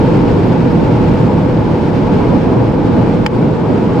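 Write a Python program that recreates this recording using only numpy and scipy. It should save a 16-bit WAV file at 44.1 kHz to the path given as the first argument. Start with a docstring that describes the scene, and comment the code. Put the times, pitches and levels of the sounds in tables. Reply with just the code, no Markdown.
"""Car cabin on a country road

Tyre rumble fills the cabin, the wheels hum on multiples of their rotation rate, and wind hisses
past the side window with a thin seal whistle and faint high rustles. One sharp knock on hard
plastic sounds close to the microphone, whose gain control ducks the road noise for a moment."""
import sys
import numpy as np
from scipy import signal
from scipy.fft import rfft, irfft
from scipy.io import wavfile
from scipy.ndimage import uniform_filter1d, minimum_filter1d

SR = 44100
rng = np.random.default_rng(int(sys.argv[2]) if len(sys.argv) > 2 else 0)


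def materialize(psi):
    """Save the field psi as 16-bit PCM at rate SR to the path in sys.argv[1].

    A 1-D psi becomes a single channel; in a 2-D psi each row is a channel.
    """
    bounded = np.clip(np.atleast_2d(psi).T, -1, 1)
    quanta = np.round(bounded * 32767).astype(np.int16)
    wavfile.write(sys.argv[1], SR, quanta)


N = 176400

# likeness of the two microphone ports (frequency [Hz], correlation [clipped to 1])
PORT_CORRELATION = [(40, 0.7), (150, 0.94), (270, 0.9), (400, 0.43), (650, .62), (900, 0.8), (1250, 0.11),
                    (1700, 0.38), (2200, 0.71), (3500, 0.2), (5000, 0.37), (7500, 0.76), (12000, 1.4)]
# port balance (frequency [Hz], left minus right [dB])
PORT_BALANCE = [(40, 7), (80, -2.5), (150, 2.5), (220, -6), (350, -1.5), (490, 1.5), (700, 1), (850, 2),
                (1120, -1.5), (1400, 2.5), (1800, -1.5), (3000, 1.5), (5000, -.5)]
# cabin road noise (frequency [Hz], relative density [dB])
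ROAD_SPECTRUM = [(10, -48.5), (22, -23), (32, -13), (56, -12), (82, -6.5), (113, -1), (160, -1),
                 (250, -1.5), (335, -4), (430, -6), (510, -9.5), (610, -13), (755, -17), (880, -12),
                 (1000, -19.5), (1120, -21.5), (1500, -31), (2000, -66.5), (3500, -110)]
# road surface (time [s], roughness [relative])
ROUGHNESS = [(0.0, -8), (0.7, -13), (0.95, -11.5), (1.89, -16), (2.2, -8), (2.27, -10.5), (2.37, -5),
             (2.39, -17), (2.52, -7.5), (2.75, -15.5), (2.92, -12.5), (2.99, -8), (3.18, -16.5),
             (3.24, -15.5), (3.45, -13.5), (3.58, -17), (3.76, -11.5), (3.86, -17), (4, -9.5)]
# deep bass swell (time [s], gain [dB])
BASS_SWELL = [(0, 4.5), (.6, 1.5), (1.2, 3), (1.7, 0), (2.1, 1), (2.35, 1.5), (2.9, 1), (3.3, 0), (3.6, -3),
              (4, -1)]
# cabin and tread resonances (frequency [Hz], half-width [Hz], level [dB], left minus right [dB])
ROAD_MODES = [(39, 4.5, -33.5, 4), (120.1, 11, -22.5, -0.5), (172.3, 9.2, -23.5, -1), (836.6, 16, -35, 5),
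              (977, 14, -39, 0.5)]
# tyre hum (order [per turn], level [dB], left minus right [dB])
TYRE_ORDERS = [(8, -28, -1.5), (13, -27, -7), (16, -33.5, 0), (20, -29, 3), (24, -26.5, 2), (27, -32.5, -2),
               (36, -32, 1), (38, -28, 1), (40, -28.5, 6)]
# wind at the window (frequency [Hz], relative density [dB])
WIND_SPECTRUM = [(500, -28.5), (1000, -3), (1500, 3.5), (1950, -3), (2300, -2.5), (2800, -6), (3700, -10.5),
                 (5200, -15.5), (6000, -22), (7300, -26.5), (9500, -34.5), (12000, -40.5), (14500, -42.5)]
# gusts (time [s], gain [dB])
GUST_GAIN = [(0, 2.5), (.3, 1.5), (.45, 0.5), (.7, 0.5), (1.15, 0.8), (1.6, -1.2), (2.2, 1.5), (2.75, -2.3),
             (3.05, 0.5), (3.25, -1.5), (3.6, -2.5), (4, 0)]
# seal whistle (time [s], level [dB])
WHISTLE_LEVEL = [(0, -69), (.27, -60.5), (.55, -76), (1.2, -64), (1.7, -78), (3, -74), (4, -65)]
# high rustles (peak time [s], length [s], level [dB], centre [Hz], half-width [Hz])
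RUSTLE_SWELLS = [(.49, 0.06, -62, 12300, 1300), (.715, 0.04, -59.5, 12500, 2200),
                 (1.097, .5, -68, 12500, 2200), (3.345, .08, -59, 8000, 4000)]
# knock contacts (time [s], gain [dB], left minus right [dB])
CONTACTS = [(3.2626, -3.5, -8), (3.2643, -9, 14)]
# knocked plastic (frequency [Hz], relative level [dB], T60 [s])
PLASTIC_MODES = [(843, -2.5, 0.042), (1210, -11, 0.023), (1690, -9, 0.018), (2350, -2, 0.018),
                 (3070, -4.5, 0.018), (4970, -15, 0.018), (6850, -23, .018)]
# contact crack (frequency [Hz], relative density [dB])
CRACK_SPECTRUM = [(300, -30), (800, 1), (1500, 6.5), (2300, 5), (2650, -10), (3100, 4.5), (3800, -13),
                  (4900, -5), (5800, -14), (8500, -17), (11000, -32), (13500, -27), (15500, -38)]

TIME_S = np.arange(N) / SR
BINS_HZ = np.fft.rfftfreq(N, 1 / SR)


def amp(db):
    return 10 ** (np.asarray(db) / 20)


def unit_rms(x):
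    return x / np.sqrt(np.mean(x ** 2) + 1e-20)


def over_hz(points):
    """Table at every bin, log-frequency interpolation."""
    hz, value = np.transpose(points)
    return np.interp(np.log(BINS_HZ + 1), np.log(hz + 1), value)


def over_time(points):
    return np.interp(TIME_S, *np.transpose(points))


def pan(side_db):
    return amp(np.array([[0.5], [-0.5]]) * side_db)


def decay(t, t60_s):
    return np.exp(-np.log(1000) * t / t60_s)


def drift(rate_hz):
    """Smooth random motion, rms 1."""
    spectrum = rfft(rng.standard_normal(N)) * np.exp(-(BINS_HZ / rate_hz) ** 2) * (BINS_HZ > 0)
    return unit_rms(irfft(spectrum, N))


def stereo_noise(spectrum):
    """Coloured noise at the two ports, rms 1."""
    a, b = rfft(rng.standard_normal((2, N)))
    correlation = np.clip(over_hz(PORT_CORRELATION), -1, 1)
    mid, side = a * np.sqrt(1 + correlation), b * np.sqrt(1 - correlation)
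    ports = np.array([mid + side, mid - side]) * pan(over_hz(PORT_BALANCE))
    return unit_rms(irfft(ports * amp(over_hz(spectrum)), N))


def resonance(centre_hz, half_width_hz):
    """Noise-driven resonance, rms 1."""
    response = 1 / (1 + ((BINS_HZ - centre_hz) / half_width_hz) ** 2)
    return unit_rms(irfft(rfft(rng.standard_normal(N)) * response, N))


def road(turns, noise_db=-11, crossover_hz=114, db_per_roughness=0.39):
    """Rumble, resonances and tyre hum follow the surface; the deep bass swells on its own."""
    booms = sum(amp(db) * pan(side_db) * resonance(hz, half_width_hz)
                for hz, half_width_hz, db, side_db in ROAD_MODES)
    rumble = amp(noise_db) * stereo_noise(ROAD_SPECTRUM) + booms + tyre_hum(turns)
    bass = signal.sosfiltfilt(signal.butter(3, crossover_hz, fs=SR, output="sos"), rumble)
    roughness = over_time(ROUGHNESS)
    surface_db = db_per_roughness * (roughness - roughness.mean())
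    return bass * amp(over_time(BASS_SWELL)) + (rumble - bass) * amp(surface_db)


def tyre_hum(turns, waver=0.21):
    """Multiples of the wheel rate, unsteady in strength and phase."""
    out = np.zeros((2, N))
    for order, db, side_db in TYRE_ORDERS:
        sway = 1 + waver * (drift(rate_hz=3.4) + 1j * drift(rate_hz=7))
        tone = np.exp(2j * np.pi * (order * turns + rng.random()))
        out += amp(db) * pan(side_db) * unit_rms((sway * tone).real)
    return out


def wind(turns, hiss_db=-32, flutter_db=0.61, pulse_db=0.23):
    """Air past the window: gusts, flutter and a slight pulse per wheel turn."""
    level_db = hiss_db + over_time(GUST_GAIN) + flutter_db * drift(rate_hz=37)
    level_db -= pulse_db * np.sin(2 * np.pi * turns)
    return amp(level_db) * stereo_noise(WIND_SPECTRUM)


def seal_whistle():
    """Air at the window seal rings in a narrow band."""
    return amp(over_time(WHISTLE_LEVEL)) * resonance(centre_hz=7460, half_width_hz=40)


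def rustles():
    """Soft swells of very high hiss."""
    out = np.zeros(N)
    for peak_s, length_s, db, hz, half_width_hz in RUSTLE_SWELLS:
        swell = np.exp(-(2 * (TIME_S - peak_s) / length_s) ** 2)
        out += amp(db) * swell * resonance(hz, half_width_hz)
    return out


def knock(crack_db=-4.5, echo_db=-19, rise_s=0.00044):
    """Two quick contacts: snap as surfaces meet, crack with cabin echo, damped plastic ring."""
    snap_db, snap_delay_s, snap_width_s = -5, 0.00046, 0.00004
    out, t = np.zeros((2, N)), TIME_S[:SR // 10]
    snap = amp(snap_db) * np.exp(-abs(t - snap_delay_s) / snap_width_s)
    attack = np.minimum(t / rise_s, 1)
    crack_decay = decay(t, t60_s=0.017) + amp(echo_db) * decay(t, t60_s=0.08)
    for start_s, db, side_db in CONTACTS:
        ring = sum(amp(mode_db) * decay(t, t60_s) * np.sin(2 * np.pi * (hz * t + rng.random()))
                   for hz, mode_db, t60_s in PLASTIC_MODES)
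        crack = amp(crack_db) * stereo_noise(CRACK_SPECTRUM)[:, :len(t)] * crack_decay
        start = round(start_s * SR)
        out[:, start:start + len(t)] += amp(db) * pan(side_db) * (snap + (ring + crack) * attack)
    return out


def gain_control(x, sense_hz=1450, threshold_db=-26, slope=0.3, hold_s=0.03, recovery_db_per_s=100):
    """Treble above threshold ducks the whole signal; the gain holds, then recovers."""
    treble = signal.sosfilt(signal.butter(2, sense_hz, "high", fs=SR, output="sos"), x)
    power = signal.lfilter([0.01], [1, -0.99], (treble ** 2).mean(0))  # 2.3 ms average
    cut_db = slope * np.maximum(10 * np.log10(power + 1e-12) - threshold_db, 0)
    hold = int(hold_s * SR)
    held_db = -minimum_filter1d(-cut_db, hold, origin=(hold - 1) // 2)  # trailing maximum
    recovery_db = TIME_S * recovery_db_per_s
    duck_db = np.maximum.accumulate(held_db + recovery_db) - recovery_db
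    return x / amp(duck_db)


def limiter(x, smooth_s=0.0012):
    """Smoothed gain keeps peaks within full scale."""
    span = int(smooth_s * SR)
    gain = np.minimum(1 / (abs(x).max(0) + 1e-9), 1)
    held = minimum_filter1d(gain, 2 * span)
    return x * uniform_filter1d(uniform_filter1d(held, span), span)


def scene():
    """Road and wind share one wheel rotation; rustles and knock on top."""
    wheel_hz = 12.6 * (1 + 0.0021 * drift(rate_hz=1))
    turns = np.cumsum(wheel_hz) / SR
    return road(turns) + wind(turns) + seal_whistle() + rustles() + knock()


def record(dry):
    """Gain control, peak limiter, 15.2 kHz low-pass."""
    ducked = limiter(gain_control(dry))
    lowpass = signal.firwin(255, 15200, window=("kaiser", 9), fs=SR)
    return signal.oaconvolve(ducked, lowpass[None], "same")


dry = scene()
out = record(dry)
materialize(out)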